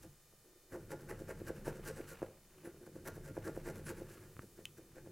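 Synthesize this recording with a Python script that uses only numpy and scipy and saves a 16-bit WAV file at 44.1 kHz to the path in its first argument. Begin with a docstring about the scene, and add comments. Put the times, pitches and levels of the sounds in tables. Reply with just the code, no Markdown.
"""Broaching a wooden block

A small hand broach rasps in a hole in a block held in a bench vice: about five pushes a second, with
lighter pulls between. Its teeth tear fibres, which hiss and excite the modes of shank, block and vice.
The tool creaks, jams and knocks; the bench thuds and rumbles. A few snaps and ticks fall midway and near
the end. The workshop is small and quiet; the microphone hisses and whines faintly."""
import sys
import numpy as np
from scipy import signal
from scipy.fft import rfft, irfft
from scipy.io import wavfile

SR = 44100
rng = np.random.default_rng(int(sys.argv[2]) if len(sys.argv) > 2 else 0)


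def dump(signal):
    """Clip the signal to [-1, 1] and save it as 16-bit WAV at the path in sys.argv[1]."""
    limited = np.clip(np.atleast_2d(signal).T, -1, 1)
    pcm = np.round(limited * 32767).astype(np.int16)
    wavfile.write(sys.argv[1], SR, pcm)


N = 225425
TIME = np.arange(N) / SR


# cutting pushes: t/s, hold/s, rasp level/dB, hiss/dB re rasp, vice shudder/dB re rasp
PUSHES = [(0.031, 0.0064, -64, 2.5, 13.5), (0.722, 0.033, -57, -8, 15), (0.905, 0.02, -54, -6, 11),
          (1.093, .014, -49.5, -9.5, 9), (1.284, 0.025, -55, -9, 12.5), (1.463, 0.023, -53.5, -8, 8.5),
          (1.657, 0.035, -52.5, -5, 11.5), (1.859, 0.033, -50, -2.5, 10), (2.081, 0.04, -55.5, -3, 1),
          (2.65, 0.026, -60, -7.5, 6.5), (3.058, 0.023, -52.5, -6.5, 13.5), (3.247, 0.04, -59.5, -5, 10),
          (3.446, 0.041, -54, -7, 11), (3.649, 0.055, -54, -6, 12), (3.867, 0.032, -50.5, -4.5, 6.5),
          (4.092, 0.057, -63.5, -2.5, 5.5), (4.416, 0.0066, -68, 0, 12.5), (4.569, 0.035, -70, -6, 13.5),
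          (4.775, 0.0073, -66.5, -1.5, 10.5), (4.957, 0.028, -61, -11, 3.5)]
# lighter pulls back: t/s, rasp level/dB
PULLS = [(0.805, -71), (1.008, -64), (1.193, -61.5), (1.38, -65), (1.563, -62), (1.755, -61), (1.968, -56),
         (2.82, -70.5), (2.955, -66.5), (3.15, -62.5), (3.355, -64), (3.552, -62), (3.76, -59),
         (3.976, -59.5), (4.225, -68), (5.055, -73)]
# a tooth catches and a bundle of fibres cracks at once: t/s, rasp level/dB, hiss/dB re rasp
CRACKS = [(0.917, -45, -11), (1.107, -49, -8), (1.302, -47.5, -8), (1.481, -48, -5.5), (2.226, -53.5, -10),
          (2.654, -53.5, -14), (2.863, -60.5, -5), (3.076, -46, -3), (3.368, -56, -15), (3.477, -54, -6),
          (3.897, -43.5, -15)]
def bites():
    """Incoherent sources add in power: the envelopes of rasp, fibre hiss and vice shudder."""
    pull_hiss_db, pull_shudder_db, crack_shudder_db = -4.5, 9.5, 7  # re rasp
    shudder_lag_s = 0.0031  # the vice builds up after the teeth bite
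    events = []
    for at, hold, *levels in PUSHES:
        depth_db = np.interp(TIME, [at, at + hold], [-2, 0])  # the teeth dig deeper; the hiss stays level
        events.append((swell(at, 0.0086, hold, 0.014), depth_db, *levels))
    events += [(swell(at, 0.014, 0.012, 0.03), 0, db, pull_hiss_db, pull_shudder_db) for at, db in PULLS]
    events += [(swell(at, 0.0013, 0, 0.011), 0, db, hiss_db, crack_shudder_db)
               for at, db, hiss_db in CRACKS]
    rasp = hiss = shudder = 0
    for shape, depth_db, db, hiss_db, shudder_db in events:
        cut = shape * undb(db + depth_db) ** 2
        rasp += cut
        hiss += shape * undb(db + hiss_db) ** 2
        shudder += cut * undb(shudder_db) ** 2
    return rasp, hiss, np.interp(TIME - shudder_lag_s, TIME, shudder)


# spectrum of tearing fibres: f/Hz, level/dB
FIBRE_HISS = [(1500, -7), (2750, 2.5), (3100, -0.5), (3400, -6), (4000, -1.5), (5300, 0.5), (6000, 1),
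              (8400, 3.5), (9200, -2), (10700, 3.5), (12100, -3.5), (15000, -15.5), (15800, -20)]
# modes of the steel shank: f/Hz, bandwidth/Hz, gain/dB
SHANK_MODES = [(4370, 300, -7.5), (6040, 140, 3), (7180, 80, 3.5), (7950, 870, -33), (10400, 240, -13.5),
               (11200, 340, -5.5), (12900, 3300, -1.5), (15100, 450, -12)]
# modes of the wooden block: f/Hz, bandwidth/Hz, gain/dB
BLOCK_MODES = [(850, 27, 10), (1121, 92, 10.5), (1309, 32, 12.5), (1408, 26, 20), (1554, 128, 16.5),
               (1730, 100, -20), (1650, 12, 4.5), (2100, 27, -38), (2290, 170, -21), (2830, 230, -40)]
def scraping():
    """Forced vibration: tearing fibres hiss and drive the modes of shank, block and vice."""
    rasp, hiss, shudder = bites()
    grip = chatter(hz=240, depth_db=1.5) * chatter(hz=71.5, depth_db=1)
    hiss_gain = grip * np.sqrt(hiss)
    fibres = hiss_gain * unit(colour(tearing(rate_hz=2400, spread_db=3, smooth=0.83), FIBRE_HISS))
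    shank = play(hiss_gain * tearing(rate_hz=2300, spread_db=8, smooth=0.18), ring(SHANK_MODES))
    teeth = grip * tearing(rate_hz=1500, spread_db=2, smooth=0.78)
    block = soften(play(teeth * np.sqrt(rasp), ring(BLOCK_MODES)), hz=2650, order=7)
    vice = play(teeth * np.sqrt(shudder), vice_response(thud_hz=459, thud_width_hz=150, thud_db=-3.5))
    return undb(-1.3) * fibres + undb(-5) * shank + undb(-2.36) * block + undb(-4) * vice


def tearing(rate_hz, spread_db, smooth):
    """Shot noise: fibres give way in random clicks of unequal size, over smooth rubbing; rms 1."""
    breaks = rng.random(N) < rate_hz / SR
    size = np.minimum(rng.exponential(size=N), 4)
    rub = rng.standard_normal(N)
    clicks = breaks * undb(spread_db * size) * rng.choice([-1, 1], N)
    return unit(unit(clicks) + smooth * rub)


def chatter(hz, depth_db):
    """Stick-slip friction: the uneven grip modulates the amplitude at random."""
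    flutter = unit(soften(rng.standard_normal(N), hz))
    return unit(undb(depth_db * flutter))


# modes of the vice: f/Hz, bandwidth/Hz, gain/dB
VICE_MODES = [(155.5, 17, -2.5), (231, 34, -2), (331, 26, 6), (334.2, 37, 11), (459.2, 12, 8.5),
              (528.5, 35, 5), (540, 57, -16), (652, 30, -46), (855, 57, -3), (860, 700, -33)]
def vice_response(thud_hz, thud_width_hz, thud_db):
    """Structure-borne delay: the vice rings at once, and a round thud follows by way of the bench."""
    bench_lag_s = 0.008624
    thud = resonate(signal.unit_impulse(SR // 4), thud_hz, thud_width_hz)
    thud = soften(resonate(thud, thud_hz, thud_width_hz), hz=758, order=5)
    age = TIME[:len(thud)]
    late = np.interp(age - bench_lag_s, age, thud / np.linalg.norm(thud), left=0)
    response = soften(ring(VICE_MODES), hz=1746, order=4) + undb(thud_db) * late
    return response / np.linalg.norm(response)


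# the tool jams in the hole: t/s, level/dB, contact time/s
KNOCKS = [(.045, -54, .0005), (0.327, -57.5, 0.00024), (.935, -38, 0.00033), (1.119, -40.5, 0.00044),
          (1.21, -32, 0.0017), (1.408, -32.5, 0.0015), (1.485, -40.5, 0.00037), (1.495, -32, 0.0003),
          (1.6701, -28, 0.00026), (1.712, -39, 0.0011), (1.787, -42, 0.00057), (1.995, -31.5, 0.0013),
          (2.133, -48, 0.00038), (2.2189, -27.5, 0.00036), (2.236, -39, .0004), (2.375, -56, 0.0007),
          (2.866, -44, 0.00016), (2.955, -33, 0.0018), (3.169, -40, 0.00055), (3.3683, -29.5, 0.00032),
          (3.485, -33, 0.0008), (3.566, -30.5, 0.00056), (3.667, -36, 0.00051), (3.786, -40.5, 0.0011),
          (4.0102, -34, 0.001), (4.433, -39.5, 0.0021), (4.785, -42.5, 0.0017), (5.063, -41.5, 0.00075)]
def knocking():
    """Impulse excitation: each jam is one short push on the vice."""
    return undb(2) * strike(KNOCKS, vice_response(thud_hz=401, thud_width_hz=440, thud_db=3.5))


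# dull ticks with a soft thump: t/s, level/dB, contact time/s
TICKS = [(4.3674, -37.5, 0.00025), (4.3932, -28, 0.00032)]
# their modes: f/Hz, bandwidth/Hz, gain/dB
TICK_MODES = [(74, 75, 7.5), (150, 200, 4.5), (1190, 370, 2), (1780, 630, -29)]
# snaps, like splinters breaking: t/s, level/dB, contact time/s
SNAPS = [(2.452, -43, 0.00046), (2.508, -40, 0.00048), (4.6546, -27, 0.000052), (4.6566, -38, 0.000076),
         (4.6642, -51, .0002)]
# their modes: f/Hz, bandwidth/Hz, gain/dB
SNAP_MODES = [(2710, 114, 3.5), (3030, 270, 4.5), (6550, 3500, -14), (9400, 780, -10), (12900, 550, -12)]
def clicking():
    """Heavy damping keeps these taps short; a source as small as a splinter radiates little bass."""
    splinter = ring(SNAP_MODES)
    bass = soften(splinter, hz=1500, order=1)
    return strike(TICKS, ring(TICK_MODES)) + strike(SNAPS, splinter - bass)


# groans of the vice and squeaks of the shank: centre t/s, half length/s, f/Hz, level/dB
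CREAKS = [(0.055, 0.021, 336.8, -53), (0.762, 0.035, 346.5, -47.5), (0.961, 0.016, 344, -46.5),
          (1.307, 0.013, 516, -46.5), (1.662, 0.011, 10600, -60), (1.846, .012, 10400, -65),
          (1.96, 0.03, 8100, -70), (2.663, 0.017, 10650, -64), (2.669, 0.031, 342, -48),
          (2.839, 0.028, 361.7, -54), (3.314, 0.013, 289, -50), (3.868, 0.018, 10660, -57.5),
          (3.988, 0.015, 10600, -68), (4.595, 0.019, 339, -55.5), (4.799, 0.014, 328.7, -59),
          (4.978, 0.011, 519, -51.5)]
def creaking():
    """Self-excited oscillation: stick-slip locks onto a resonance; the pitch wavers with the grip."""
    wavering_time = np.cumsum(1 + 0.031 * unit(soften(rng.standard_normal(N), hz=211))) / SR
    grip = chatter(hz=160, depth_db=5.5)
    tones = 0
    for at, half_length, hz, db in CREAKS:
        bell = np.exp(-np.minimum(((TIME - at) / half_length) ** 2, 20))
        tones += undb(db) * np.sqrt(2) * bell * np.sin(2 * np.pi * (hz * wavering_time + rng.random()))
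    return grip * tones


# how hard the hands work the bench: t/s, rumble level/dB
EFFORT = [(0, -62), (.08, -59.5), (.2, -79), (.33, -72.5), (.68, -90), (.73, -58), (1.38, -54),
          (1.54, -52.5), (2.04, -56), (2.44, -71), (2.88, -63.5), (3.15, -54), (3.9, -53), (4.42, -64.5),
          (4.52, -76), (4.6, -62), (4.78, -66.5), (5.11, -60.5)]
# modes of the bench: f/Hz, bandwidth/Hz, gain/dB
BENCH_MODES = [(54, 6.6, -16.5), (90.3, 25, -5.5), (103.5, 14, 9), (141, 25, 3), (144.3, 15, 6),
               (190, 11, 0.5)]
def rocking(sway_hz, sway_width_hz):
    """Random forcing of low modes: the hands make the bench rumble and sway; blows jolt it further."""
    rumble = unit(soften(play(rng.standard_normal(N), ring(BENCH_MODES)), hz=275, order=4))
    sway = unit(soften(resonate(rng.standard_normal(N), sway_hz, sway_width_hz), hz=71))
    effort = undb(curve(EFFORT))
    jolt_power = sum(undb(db - 23) ** 2 * swell(at, attack_s=0.0085, hold_s=0, release_s=0.047)
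                     for at, db, _ in KNOCKS + TICKS)
    return np.sqrt(effort ** 2 + jolt_power) * rumble + undb(-5) * effort * sway


# the tool slides between bites: t/s, groan level/dB, rub level/dB
SLIDE = [(0, -72, -71.5), (.41, -93, -100), (.45, -66, -77), (.69, -73.5, -95), (.8, -62, -72.5),
         (1.8, -61, -64), (2.2, -73, -61), (2.4, -81.5, -79), (2.64, -61, -66), (2.82, -62, -78.5),
         (3.4, -64.5, -68), (4.22, -60.5, -66), (4.55, -70, -81), (5.11, -65, -76)]
# modes of the groaning vice: f/Hz, bandwidth/Hz, gain/dB
GROAN_MODES = [(355, 39, 4.5), (356, 110, -12)]
# spectrum of dry rubbing on wood: f/Hz, level/dB
WOOD_RUB = [(500, -4), (1000, -1), (1550, -0.5), (2000, -2.5), (2900, -6), (3300, -12), (6000, -18)]
# gloves brush along the tool: t/s, level/dB
GLOVES = [(0, -75), (.7, -92), (1.9, -78), (2.2, -91), (2.4, -86), (3.8, -81), (4.15, -72), (4.45, -71.5),
          (4.7, -73), (5.11, -105)]
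# their spectrum: f/Hz, level/dB
GLOVE_HISS = [(2500, -16.5), (5500, -9.5), (6700, -3), (7500, -5), (11000, -6), (15500, -6.5)]
def sliding():
    """Sliding friction makes noise: the vice groans softly, the wood rubs and the gloves brush."""
    friction = tearing(rate_hz=380, spread_db=3.5, smooth=0.44)
    groan = unit(soften(play(friction, ring(GROAN_MODES)), hz=690, order=4))
    rub = chatter(hz=60, depth_db=3.5) * unit(colour(rng.standard_normal(N), WOOD_RUB))
    gloves = unit(colour(rng.standard_normal(N), GLOVE_HISS))
    rub_db = curve(SLIDE, column=2) - 1.5
    return undb(curve(SLIDE)) * groan + undb(rub_db) * rub + undb(curve(GLOVES)) * gloves


# spectrum of the room's tail: f/Hz, level/dB
ROOM_COLOUR = [(60, -19), (150, -18), (550, 0.5), (1000, -3.5), (2500, -2), (6000, -3), (15000, -26)]
def workshop(x, t60_s, wet_db, gap_s):
    """Reverberation: a diffuse tail, duller than the direct sound, decays exponentially."""
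    age = TIME[:SR // 2]
    tail = colour(rng.standard_normal(len(age)), ROOM_COLOUR)
    onset = np.clip(age / gap_s - 1, 0, 1)
    decay = onset * np.exp(-np.log(1000) * age / t60_s)
    return x + undb(wet_db) * play(x, tail * decay / np.linalg.norm(decay))


# spectrum of the quiet room: f/Hz, level/dB
ROOM_AIR = [(20, 1), (40, 1.5), (62, -7), (130, -6.5), (240, -23), (450, -8.5), (750, -17), (1500, -18),
            (3000, -23.5), (6000, -20.5), (11000, -19.5), (15500, -21.5)]
# spectrum of the microphone hiss: f/Hz, level/dB
MIC_HISS = [(100, -3), (1000, -20), (3000, -14), (7000, -3.5), (15500, -3)]
# thin electronic whine: harmonic number, rms level/dB
WHINE = [(2, -88.5), (3, -88.5), (4, -88.5), (5, -87.5), (6, -87.5), (7, -87.5), (8, -87.5), (9, -87.5),
         (10, -91), (11, -86), (12, -90.5), (13, -90), (14, -89), (15, -91.5), (16, -91.5), (17, -89.5),
         (18, -101)]
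def background(whine_hz):
    """Noise floor: room air, a harmonic whine, and microphone hiss in antiphase between the channels."""
    air = undb(-68.5) * unit(colour(rng.standard_normal(N), ROOM_AIR))
    hiss = undb(-72) * unit(colour(rng.standard_normal(N), MIC_HISS))
    whine = sum(undb(db) * np.sqrt(2) * np.sin(2 * np.pi * (k * whine_hz * TIME + rng.random()))
                for k, db in WHINE)
    return air + whine + np.array([hiss, -hiss])


def strike(events, response):
    """Impact: Gaussian force pulses drive a body; a longer contact excites less treble."""
    force = 0
    for at, db, contact_s in events:
        pulse = np.exp(-2 * np.minimum((2 * (TIME - at) / contact_s) ** 2, 20))
        force += undb(db) * pulse / pulse.sum()
    return play(force, response / np.abs(response).max())


def ring(modes):
    """Modal superposition: the impulse response of a set of resonances, with energy 1."""
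    tap = signal.unit_impulse(SR // 4)
    response = sum(undb(db) * resonate(tap, hz, width) for hz, width, db in modes)
    return response / np.linalg.norm(response)


def resonate(x, hz, width_hz):
    """Damped resonance: two poles, gain 1 at the centre."""
    return signal.lfilter(*signal.iirpeak(hz, hz / width_hz, fs=SR), x)


def play(force, response):
    """Convolution: a force drives a linear system."""
    return signal.fftconvolve(force, response)[:N]


def colour(x, points):
    """Spectral shaping by (f/Hz, level/dB) points, joined over log frequency."""
    hz, db = np.transpose(points)
    bins = np.maximum(np.fft.rfftfreq(len(x), 1 / SR), 1)
    gain = undb(np.interp(np.log(bins), np.log(hz), db))
    return irfft(rfft(x) * gain, len(x))


def soften(x, hz, order=2):
    """Low-pass filtering."""
    return signal.sosfilt(signal.butter(order, hz, fs=SR, output="sos"), x)


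def swell(at, attack_s, hold_s, release_s):
    """Exponential growth and decay: power reaches 1 at the given time, holds and dies away."""
    away = np.maximum((at - TIME) / attack_s, (TIME - at - hold_s) / release_s)
    return np.exp(-2 * np.clip(away, 0, 20))


def curve(rows, column=1):
    """Linear interpolation of one table column in time."""
    rows = np.array(rows)
    return np.interp(TIME, rows[:, 0], rows[:, column])


def undb(db):
    """Level to amplitude ratio."""
    return 10 ** (np.asarray(db) / 20)


def unit(x):
    """Normalisation to rms 1."""
    return x / np.sqrt(np.mean(x ** 2))


def scene():
    """Superposition: all the work lies straight ahead, so it reaches both channels alike."""
    work = workshop(scraping() + knocking(), t60_s=0.39, wet_db=-6.5, gap_s=0.0033)
    clicks = workshop(clicking(), t60_s=0.14, wet_db=-13, gap_s=0.0013)
    friction = creaking() + sliding()
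    bench = rocking(sway_hz=28.4, sway_width_hz=3.9)
    return work + clicks + friction + bench + background(whine_hz=605.5)


def record(dry):
    """Band limiting: the recorder cuts the top steeply."""
    top_hz = 15850
    return signal.sosfilt(signal.ellip(10, .1, 70, top_hz, fs=SR, output="sos"), dry)


dry = scene()
out = record(dry)
dump(out)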